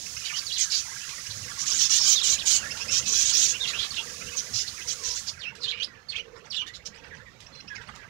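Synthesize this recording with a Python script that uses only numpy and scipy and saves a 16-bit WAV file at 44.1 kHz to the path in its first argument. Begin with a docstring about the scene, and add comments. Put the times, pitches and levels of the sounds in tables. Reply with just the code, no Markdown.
"""Room rumble, hiss and soft flock chatter open the scene; clipped notes, peeps and hoarse calls soon join.
Zebra finches crowd a perch in an indoor cage: whistles bend, flutter and roughen, and hoarse calls are
pulses and air through a throat resonance. Taps on the wire, wing beats and low puffs are shaped noise.
The hiss dies away late on. Nearly all is on the right; the left has rumble and a dull trace of the birds.
"""
import sys
import numpy as np
from scipy import signal
from scipy.fft import rfft, irfft, next_fast_len
from scipy.io import wavfile
from scipy.ndimage import uniform_filter1d

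SR = 44100
rng = np.random.default_rng(int(sys.argv[2]) if len(sys.argv) > 2 else 0)


def wrap_up_sound(samples):
    """Save the sound to the file named by the first command line argument, as 16-bit audio."""
    columns = np.atleast_2d(samples).T
    # keep every value between -1 and 1, then stretch to whole-number steps
    tamed = np.clip(columns, -1, 1)
    steps = np.round(tamed * 32767).astype(np.int16)
    wavfile.write(sys.argv[1], SR, steps)


N = 356769

# All levels below are ahead of the mix gains in scene().
# Colour of the room's rumble: frequency_hz, gain_db
ROOM_COLOUR = [(20, -12.5), (45, -1.5), (115, 1), (200, -2), (330, -10.5), (490, -5), (700, -12),
               (4000, -17.5), (6500, -20), (9000, -38.5)]
# Level of the room's rumble: start_s, level_db
ROOM_LEVEL = [(0, -52), (.75, -58), (2.3, -47), (3.3, -47), (4.4, -51), (6.3, -55.5), (8.09, -52)]
# Colour of the hiss: frequency_hz, gain_db
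HISS_COLOUR = [(300, -82), (1000, -20.5), (2200, -10), (4000, -4), (5300, 2.5), (6600, 3.5), (7900, -8),
               (10000, -11), (13000, -20.5)]
# Level of the flock's chatter: start_s, level_db
CHATTER_LEVEL = [(0, -63.5), (.3, -43), (.55, -59.5), (.97, -44.5), (1.22, -50.5), (1.6, -45), (3.7, -47),
                 (4.2, -50.5), (5.7, -52), (6, -60.5), (7.15, -57), (7.35, -62.5), (8.09, -53)]
# Tiny clipped contact notes: start_s, length_s, level_db
TET_NOTES = [(0.059, 0.016, -41.5), (0.163, .02, -37.5), (1.259, .018, -41.5), (2.704, 0.026, -36.5),
             (2.796, 0.048, -35), (2.877, 0.043, -34.5), (7.462, 0.014, -50.5), (7.545, .019, -53),
             (7.601, 0.014, -47), (7.674, 0.025, -46.5), (7.755, 0.017, -46)]
# Short rising peeps: start_s, length_s, level_db, pitch_hz
RISING_PEEPS = [(0.229, 0.053, -41.5, 2990), (0.334, 0.05, -37, 3010), (0.849, .04, -48.5, 998),
                (1, 0.054, -45.5, 2660), (1.177, 0.02, -42, 1920), (2.577, .03, -39.5, 2890),
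                (2.623, 0.061, -38.5, 1680), (2.969, 0.043, -44, 2620), (3.059, 0.046, -42.5, 2664),
                (3.533, 0.04, -35.5, 2870), (4.207, 0.027, -40, 2480), (4.264, 0.038, -45.5, 2820),
                (4.316, 0.038, -44, 2600), (4.807, 0.023, -41, 2580), (6.617, 0.036, -49, 1246),
                (6.659, 0.059, -47, 1870), (7.196, .035, -49, 1750)]
# Hoarse calls: start_s, length_s, level_db, throat_hz
HOARSE_CALLS = [(0.245, 0.028, -28.5, 4460), (0.353, 0.049, -32, 4900), (0.574, 0.077, -26, 6400),
                (0.694, 0.083, -28, 4500), (0.754, 0.063, -30.5, 5900), (1.297, 0.025, -30.5, 3900),
                (1.577, 0.07, -31.5, 6030), (1.65, 0.19, -28.5, 6460), (1.783, 0.094, -24, 5540),
                (1.89, 0.1, -21.5, 6150), (1.957, 0.11, -26.5, 5270), (2.044, .11, -20, 6080),
                (2.147, 0.063, -33.5, 4870), (2.226, 0.13, -23.5, 6480), (2.451, 0.13, -21.5, 6260),
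                (2.904, 0.096, -25, 6030), (3.051, 0.071, -27.5, 5940), (3.113, 0.13, -23.5, 6240),
                (3.238, 0.088, -24, 6600), (3.322, 0.088, -23, 5630), (3.384, 0.091, -22, 6160),
                (3.466, 0.066, -27.5, 6460), (3.66, 0.056, -30, 3600), (4.358, 0.054, -31, 6350),
                (4.527, 0.11, -30.5, 5460), (4.661, 0.038, -35.5, 4170), (4.867, 0.07, -30.5, 6140),
                (5.027, .12, -33.5, 5840), (5.142, 0.059, -33.5, 6400), (5.259, 0.053, -34.5, 5350),
                (5.622, 0.019, -32.5, 4400), (6.66, 0.034, -39, 3440), (6.734, 0.039, -41, 4040),
                (6.851, 0.028, -31, 5530)]
# Colour of a hoarse call beside its throat resonance: frequency_hz, gain_db
VOICE_COLOUR = [(700, -37), (1500, -17.5), (2200, -10.5), (3000, -2.5), (4200, 0), (7100, -0.5),
                (8200, -21.5), (9500, -17), (13000, -28.5)]
# Falling chirps: start_s, length_s, level_db, start_pitch_hz, end_pitch_hz
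FALLING_CHIRPS = [(0.273, 0.053, -40.5, 3900, 2030), (0.573, 0.14, -47, 2620, 1544),
                  (1.476, .065, -47, 2140, 1590), (3.699, .08, -44, 2095, 1570),
                  (4.065, 0.064, -50.5, 1925, 1590), (4.419, 0.038, -55, 1960, 1100),
                  (4.768, 0.054, -46.5, 2840, 1920), (4.986, 0.18, -51, 1143, 964),
                  (5.87, 0.14, -55.5, 2090, 1720), (7.034, 0.046, -53.5, 2870, 1410),
                  (7.107, .055, -48, 2030, 1576), (7.254, 0.045, -52, 2100, 1830),
                  (7.525, 0.088, -57, 4200, 4130), (7.697, 0.066, -42.5, 1763, 1590),
                  (7.75, 0.082, -45.5, 2520, 1550), (7.984, 0.08, -51, 1780, 1583)]
# Long warbling calls, one list of turning points each: time_s, pitch_hz, level_db, roughness (held to 0-1)
WARBLE_CALLS = [
    [(0.466, 4600, -35.5, 0.35), (0.495, 3770, -45, 0.4), (0.513, 2770, -35.5, 0.3),
     (0.526, 3900, -36.5, 0.4), (0.55, 4150, -39.5, 0.65), (0.576, 2940, -32.5, 0.55)],
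    [(2.155, 3920, -31, 0.42), (2.188, 3460, -29, 0.12), (2.208, 2526, -41, 0.17), (2.216, 3780, -31, 0.6),
     (2.23, 3280, -31, 0.17), (2.256, 2960, -35, 0.1)],
    [(2.332, 4200, -29, 0.2), (2.358, 2750, -44, 0), (2.378, 2290, -42, 0.15), (2.399, 4240, -36.5, 0.42),
     (2.425, 2490, -39, 0.5)],
    [(3.602, 3460, -37, 0.3), (3.612, 3785, -32.5, 0.17), (3.64, 3450, -29, 0.27), (3.66, 2710, -35, 0.6)],
    [(3.732, 2406, -36, 0.34), (3.758, 2838, -31, 0.42), (3.785, 3300, -42, 0.6),
     (3.792, 3234, -25.5, 0.32), (3.83, 3595, -34.5, 0.88), (3.868, 3220, -42.5, 1.2)],
    [(3.906, 4510, -37, 0.15), (3.914, 4550, -36, 0), (3.926, 3480, -46, 0.94), (3.968, 3290, -39.5, 0.92),
     (3.984, 2627, -30.5, 0.44), (4.015, 2930, -37, 0.55)],
    [(5.392, 5670, -53.5, 0.54), (5.425, 3400, -42.5, 0.48), (5.46, 2480, -38.5, 0.35),
     (5.49, 2810, -37, 0.14), (5.512, 2670, -51, 0.6)],
    [(5.605, 4900, -55, 0.8), (5.629, 3900, -45, 0.38), (5.634, 3946, -34.5, 0.64),
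     (5.652, 3640, -31.5, 0.42), (5.668, 2885, -40.5, 0.7), (5.698, 3423, -28, 0.26),
     (5.716, 3290, -36, 0.64), (5.727, 2145, -34.5, 0.44), (5.755, 2480, -38.5, 0.34),
     (5.79, 2480, -42, 0.67)],
    [(5.8, 2780, -32.5, 0.5), (5.825, 3200, -31.5, 0.26), (5.838, 4160, -37.5, 1.2),
     (5.848, 5010, -32, 0.2), (5.858, 4800, -70, 0.4)],
    [(6.087, 4520, -45, 0.27), (6.101, 4250, -31, 0.2), (6.113, 4280, -46, 0.6), (6.123, 3264, -41, 0.54),
     (6.146, 2193, -41, 0.5), (6.167, 3294, -34, 0.45), (6.181, 2504, -36, 0.82), (6.208, 3065, -35.5, 0)],
    [(6.502, 5860, -49, 0.2), (6.511, 4800, -40.5, 0.24), (6.538, 3355, -36, 0.74), (6.561, 3680, -42, 0.7),
     (6.567, 3660, -33, 0.48), (6.588, 3350, -31, 0.13), (6.596, 2800, -33.5, 0.1),
     (6.612, 3100, -30.5, 0.3), (6.633, 2820, -39.5, 0.44)],
]
# Beak colour on every whistle: frequency_hz, gain_db
BEAK_COLOUR = [(500, -8), (2500, -1), (5500, 5.5), (11000, -0.5)]
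# Claws and beaks on the cage: start_s, level_db
CAGE_TAPS = [(1.0913, -29.5), (2.7718, -28), (5.553, -38.5), (7.404, -39.5), (7.961, -42)]
# Colour of the struck wire: frequency_hz, gain_db
WIRE_COLOUR = [(400, -23), (2800, 7.5), (5500, 8), (8000, -1.5), (15000, -29)]
# Puffs of air from birds flying past: start_s, length_s, level_db
AIR_PUFFS = [(1.27, 0.23, -48.5), (2.881, 0.19, -50.5), (4.531, 0.072, -41)]
# Swells of a hollow low hum in the room: start_s, length_s, level_db
HUM_SWELLS = [(4.03, 0.53, -56), (4.85, 0.32, -55), (5.5, 0.4, -58), (6.17, 0.3, -53), (6.78, 0.39, -59.5)]
# Flurries of wing strokes: start_s, length_s, stroke_interval_s, first_stroke_level_db
WING_FLURRIES = [(6.346, .15, 0.09, -50.5), (6.932, .25, 0.1, -51), (7.741, .24, .064, -47)]
# Colour of brushing feathers: frequency_hz, gain_db
FEATHER_COLOUR = [(300, -36), (900, 9.5), (1800, 9), (3000, 4), (5500, 1.5), (8000, -11.5), (15000, -39)]
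# Colour of everything on the left: frequency_hz, gain_db
LEFT_COLOUR = [(30, -18), (70, 3), (250, -14), (500, -16), (2000, -35.5), (4000, -37), (8000, -49)]

RUMBLE_TRIM_DB, FLOCK_TRIM_DB, WARBLE_TRIM_DB, TAP_TRIM_DB = -1.5, -1, -1, -12.5
HISS_DB, HISS_SAG_DB_PER_S, HISS_REST_DB = -39.5, 0.56, -75
HISS_END_S, HISS_FADE_DB_PER_S = 5.245, 104  # the fade adds to the sag
TET_HZ, TET_RISE, TET_OCTAVE_DB = 2662, 0.085, -2.5  # rise: share of pitch gained in each half
PEEP_RISE, PEEP_ROUGH = 0.0725, 0.35  # share of pitch gained in each half; roughness 0-1
# The lower the throat is tuned, the more its resonance stands out.
OPEN_HZ, OPEN_FOCUS, FOCUS_PER_OCTAVE = 6470, 0.48, 0.08
EARLY_DROP, FALL_ROUGH = 0.75, 0.31  # share of the fall over by mid-chirp; roughness 0-1
STROKE_SHARE, FLURRY_FADE_DB_PER_S = 0.65, 15  # stroke length as a share of the interval
ROOM_T60_S = 0.11
EDGE_HZ = 15800  # top of the recorded band


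def amp(db):
    """Decibels to gain."""
    return 10 ** (np.asarray(db) / 20)


def unit(x):
    """Scales to rms 1."""
    return x / np.sqrt(np.mean(x ** 2) + 1e-20)


def read(points, hz):
    """Reads a table on a log-frequency axis."""
    f, value = np.transpose(points)
    return np.interp(np.log(hz + 1), np.log(f), value)


def level(points):
    """Turns a dB curve into a gain for every sample."""
    return amp(np.interp(np.arange(N) / SR, *np.transpose(points)))


def colour(x, points):
    """Filters a sound by a spectrum table."""
    size = next_fast_len(len(x))
    gain = amp(read(points, np.fft.rfftfreq(size, 1 / SR)))
    return irfft(rfft(x, size) * gain, size)[:len(x)]


def wander(count, hz):
    """Smooth random drift with little motion faster than hz."""
    size = next_fast_len(count + 2 ** 11)
    f = np.fft.rfftfreq(size, 1 / SR)
    slow = rfft(rng.standard_normal(size)) / (1 + (f / hz) ** 6)
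    return unit(irfft(slow, size))[:count]


def noise(count):
    """White noise for one short event."""
    return rng.standard_normal(2 ** 14)[:count]


def swell(t, rise, fall):
    """Rounded rise and fall, in seconds, over the times t."""
    opening = np.sin(np.pi / 2 * np.clip(t / rise, 0, 1))
    closing = np.sin(np.pi / 2 * np.clip((t[-1] - t) / fall, 0, 1))
    return opening * closing


def resonate(x, hz, width_hz):
    """A resonance that follows the curve hz: shift down to zero, smooth twice, shift back."""
    turn = np.exp(2j * np.pi * np.cumsum(hz) / SR)
    r = np.exp(-np.pi * width_hz / SR)
    smooth = signal.lfilter([1], [1, -2 * r, r * r], x / turn)
    return unit((turn * smooth).real)


def add(mix, s, sound):
    """Mixes a sound in at time s."""
    part = mix[max(round(s * SR), 0):][:len(sound)]
    part += sound[:len(part)]


def play(source, table):
    """Plays one sound for each row, at the row's time."""
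    mix = np.zeros(N)
    for s, *row in table:
        add(mix, s, source(*row))
    return mix


def mottle(x, depth_db, size):
    """Patches of the spectrum swell and fade by chance; a larger size makes them narrower and slower."""
    z = signal.stft(x, nperseg=size)[2]
    patches = rng.standard_normal(z.shape)
    for axis in (0, 0, 1, 1):
        patches = uniform_filter1d(patches, size=3, axis=axis)
    gain = amp(depth_db * np.tanh(unit(patches) / 2) * 2)
    y = signal.istft(z * gain)[1][:len(x)]
    return unit(y) * np.std(x)


def steady(spectrum, curve):
    """Rumble or hiss: noise of one colour that follows a level curve."""
    return unit(colour(rng.standard_normal(N), spectrum)) * level(curve)


def hiss_level():
    """The hiss holds, sagging slowly, then dies away to a trace: rows of start_s, level_db."""
    t = np.linspace(0, N / SR, 400)
    db = HISS_DB - HISS_SAG_DB_PER_S * t - HISS_FADE_DB_PER_S * np.maximum(t - HISS_END_S, 0)
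    return np.column_stack([t, np.maximum(db, HISS_REST_DB)])


def syrinx(hz, rough, second_db=-22, flutter_hz=270, waver=0.414, flutter=0.43, swing=0.0615,
           tremble_db=2.6, half_db=-20, rasp_db=-6, twin_db=-5, blur=1.0):
    """A whistle on the curve hz; roughness first chops it with uneven flutter, then breaks it into a rasp."""
    count, rough = len(hz), np.clip(rough, 0, 1)
    beat = np.sin(2 * np.pi * np.cumsum(flutter_hz * (1 + waver * wander(count, flutter_hz))) / SR)
    shaken_hz = hz * (1 + swing * rough * (beat + wander(count, flutter_hz)))
    phase = 2 * np.pi * np.cumsum(shaken_hz) / SR
    # the octave is less steady
    tone = np.sin(phase) + amp(second_db) * np.sin(2 * phase + blur * wander(count, flutter_hz))
    # strong and weak cycles alternate
    tone += amp(half_db) * 2 * rough * (np.sin(phase / 2) + np.sin(phase + phase / 2))
    # the other side of the syrinx comes and goes
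    twin = np.sin(phase * (1 + rng.choice([-1, 1]) * .18)) * wander(count, 52)
    tone += amp(twin_db) * 2 * rough * twin
    hoarse = resonate(noise(count), hz, width_hz=1800)
    chop = 1 + flutter * np.minimum(2 * rough, 1) * (1 - rough ** 2 / 2) * beat
    tremble = amp(2 * tremble_db * rough * np.tanh(wander(count, 80)))
    voice = np.sqrt(1 - rough ** 2) * unit(tone) + 2 * amp(rasp_db) * rough ** 2 * hoarse
    return unit(voice * (chop * tremble))


def chirp(length, db, start_hz, middle_hz, end_hz, rough):
    """A short whistle that bends through three pitches."""
    t = np.arange(0, length, 1 / SR)
    u = t / t[-1]
    hz = start_hz * (1 - u) * (1 - 2 * u) + middle_hz * 2 * u * 2 * (1 - u) + end_hz * u * (2 * u - 1)
    return amp(db) * unit(syrinx(hz, rough)) * swell(t, rise=0.0083, fall=0.015)


def chatter(count=1150, rough=0.33):
    """Soft brief rough peeps from the rest of the flock, sliding up or down."""
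    mix = np.zeros(N)
    for k, (when, pitch, slide, bend, span, size) in enumerate(rng.random((count, 6))):
        hz = 850 * np.exp(.66 * (pitch + bend))
        glide = np.exp(0.354 * slide - .17)
        call = chirp(.01 + .018 * span, -8 * size, hz * glide, hz, hz / glide, rough)
        add(mix, (k + when) / count * N / SR, call)
    return amp(FLOCK_TRIM_DB) * unit(colour(mix, BEAK_COLOUR)) * level(CHATTER_LEVEL)


def cage(x, spread=.008, echo_db=-7, count=14, size=4096):
    """Cage and nearby walls scatter calls within milliseconds, changing as the birds move."""
    out, window = x.copy(), signal.get_window("hann", size)
    for start in range(0, N, size // 2):
        when, strength = rng.random(count), rng.standard_normal(count)
        echoes = np.zeros(2 ** 11)
        echoes[(np.clip(when * spread, 0, .04) * SR).astype(int)] = strength * np.exp(-when)
        echoes /= np.linalg.norm(echoes)
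        piece = x[start:start + size]
        scattered = signal.fftconvolve(piece * window[:len(piece)], echoes)
        add(out, start / SR, amp(echo_db) * scattered)
    return out


def room(x, density=3000):
    """Sparse reflections, density per second, that die quickly."""
    t = np.arange(SR // 2) / SR
    tail = rng.standard_normal(len(t)) * (rng.random(len(t)) < density / SR)
    tail *= np.exp(-np.log(1000) * t / ROOM_T60_S)
    tail[:SR // 300] = 0  # a gap before the first reflection
    return signal.fftconvolve(x, tail / np.linalg.norm(tail))[:N]


def tet(length, db):
    """A clipped upward note with a strong octave."""
    t = np.arange(0, length, 1 / SR)
    hz = TET_HZ * (1 + TET_RISE * np.linspace(-1, 1, len(t)))
    note = syrinx(hz, PEEP_ROUGH, second_db=TET_OCTAVE_DB)
    return amp(db) * note * swell(t, length / 2, length / 2)


def peep(length, db, hz):
    """A short note that slides up through its pitch."""
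    return chirp(length, db, hz * (1 - PEEP_RISE), hz, hz * (1 + PEEP_RISE), PEEP_ROUGH)


def rasp(length, db, throat_hz, pulse_hz=700, jitter=0.05115, air=0.73, buzz_db=1.2, burst_hz=200,
         burst=0.3, ring=.3):
    """Smeared, uneven syrinx pulses and rushing air come in quick bursts and ring the wavering throat."""
    t = np.arange(0, length + 0.0058, 1 / SR)
    call_pulse_hz = pulse_hz * rng.uniform(.8, 1.3)
    turns = np.cumsum(call_pulse_hz * (1 + jitter * wander(len(t), 168.3))) / SR
    # phases that grow with k * k smear each pulse
    pulses = sum(np.cos(2 * np.pi * k * turns + k * k / 2) for k in range(1, 20))
    drive = unit(pulses) + air * noise(len(t))
    focus = np.clip(OPEN_FOCUS + FOCUS_PER_OCTAVE * np.log2(OPEN_HZ / throat_hz), 0, 1)
    hz = throat_hz * (1 + 0.042 * wander(len(t), 24))
    throat = unit(resonate(drive, hz, width_hz=2070) + ring * resonate(drive, hz, width_hz=270))
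    voice = np.sqrt(1 - focus) * unit(colour(drive, VOICE_COLOUR)) + np.sqrt(focus) * throat
    uneven_hz = burst_hz * amp(2 * wander(len(t), burst_hz))
    bursts = 1 + burst * np.sin(2 * np.pi * np.cumsum(uneven_hz) / SR)
    buzz = amp(buzz_db * wander(len(t), burst_hz))
    return amp(db) * unit(voice * bursts * buzz) * swell(t, rise=0.031, fall=0.033)


def falling_chirp(length, db, start_hz, end_hz):
    """The pitch drops fast, then levels out."""
    middle_hz = start_hz + EARLY_DROP * (end_hz - start_hz)
    return chirp(length, db, start_hz, middle_hz, end_hz, FALL_ROUGH)


def warbles(edge=.004):
    """Each long call is one unbroken whistle that zigzags in pitch and passes in and out of roughness."""
    mix = np.zeros(N)
    for points in WARBLE_CALLS:
        s, *controls = np.transpose(points)
        t = np.arange(s[0] - edge / 2, s[-1] + edge, 1 / SR)
        hz, db, rough = (np.interp(t, s, control) for control in controls)
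        call = amp(db + WARBLE_TRIM_DB) * syrinx(hz, rough)
        add(mix, t[0], call * swell(t - t[0], edge, edge))
    return mix


def tap(db, crack_db=6, crack_t60=0.01, t60=0.28):
    """A sharp tick with a short rattle of wire: noise with a fast and a slow decay."""
    t = np.arange(2 ** 13) / SR
    crack = amp(crack_db) * np.exp(-np.log(1000) * t / crack_t60)
    rattle = amp(-0.5) * np.exp(-np.log(1000) * t / t60)
    return amp(db) * unit(colour(noise(len(t)), WIRE_COLOUR)) * (crack + rattle)


def throb(table, hz, width_hz):
    """Puffs or hum: swells of air stirring one low resonance."""
    def one(length, db):
        """One swell of resonant noise."""
        t = np.arange(0, length, 1 / SR)
        air = rng.standard_normal(SR)[:len(t)]
        return amp(db) * resonate(air, np.full(len(t), hz), width_hz) * swell(t, rise=0.021, fall=0.1)
    return play(one, table)


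def strokes():
    """Each flurry is an even beat of weakening strokes: rows of start_s, length_s, level_db."""
    rows = []
    for s, length, beat, db in WING_FLURRIES:
        for t in np.arange(0, length, beat):
            rows.append((s + t, STROKE_SHARE * beat, db - FLURRY_FADE_DB_PER_S * t))
    return rows


def wing(length, db):
    """Feathers brush each other in a grainy swish."""
    t = np.arange(0, length, 1 / SR)
    grain = amp(2 * wander(len(t), 340))
    brush = colour(noise(len(t)) * grain, FEATHER_COLOUR)
    return amp(db) * unit(brush) * swell(t, rise=length / 2, fall=length / 2)


def scene():
    """Near birds, the flock behind them and the room, heard almost wholly on the right."""
    rasps = mottle(play(rasp, HOARSE_CALLS), depth_db=3.1, size=256)
    feathers = mottle(play(wing, strokes()), depth_db=9.0, size=256)
    notes = play(falling_chirp, FALLING_CHIRPS) + play(peep, RISING_PEEPS) + play(tet, TET_NOTES)
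    whistles = colour(warbles() + notes, BEAK_COLOUR)
    taps = amp(TAP_TRIM_DB) * play(tap, CAGE_TAPS)
    near = amp(1.5) * cage(rasps + whistles + feathers + taps)
    flock = chatter()
    birds = near + amp(-9.0) * room(near) + flock + amp(-7.5) * room(flock)
    low = throb(AIR_PUFFS, hz=101.6, width_hz=56) + throb(HUM_SWELLS, hz=473.0, width_hz=104)
    rumble = amp(RUMBLE_TRIM_DB) * mottle(steady(ROOM_COLOUR, ROOM_LEVEL), depth_db=4.5, size=1024)
    hiss = mottle(steady(HISS_COLOUR, hiss_level()), depth_db=2.0, size=512)
    right = birds + low + rumble + hiss
    left_rumble = 0.41 * steady(ROOM_COLOUR, ROOM_LEVEL)  # independent of the right
    left = colour(0.24 * birds + 0.45 * (low + rumble) + room(birds) + left_rumble, LEFT_COLOUR)
    return amp(5) * np.array([left, right])


def record(dry, ceiling=0.34):
    """The recorder rounds off the highest peaks, then limits the band."""
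    rounded = ceiling * np.tanh(dry / ceiling)
    lowpass = signal.firwin(511, EDGE_HZ, window=("kaiser", 9), fs=SR)
    return signal.oaconvolve(rounded, lowpass[None], "same")


dry = scene()
out = record(dry)
wrap_up_sound(out)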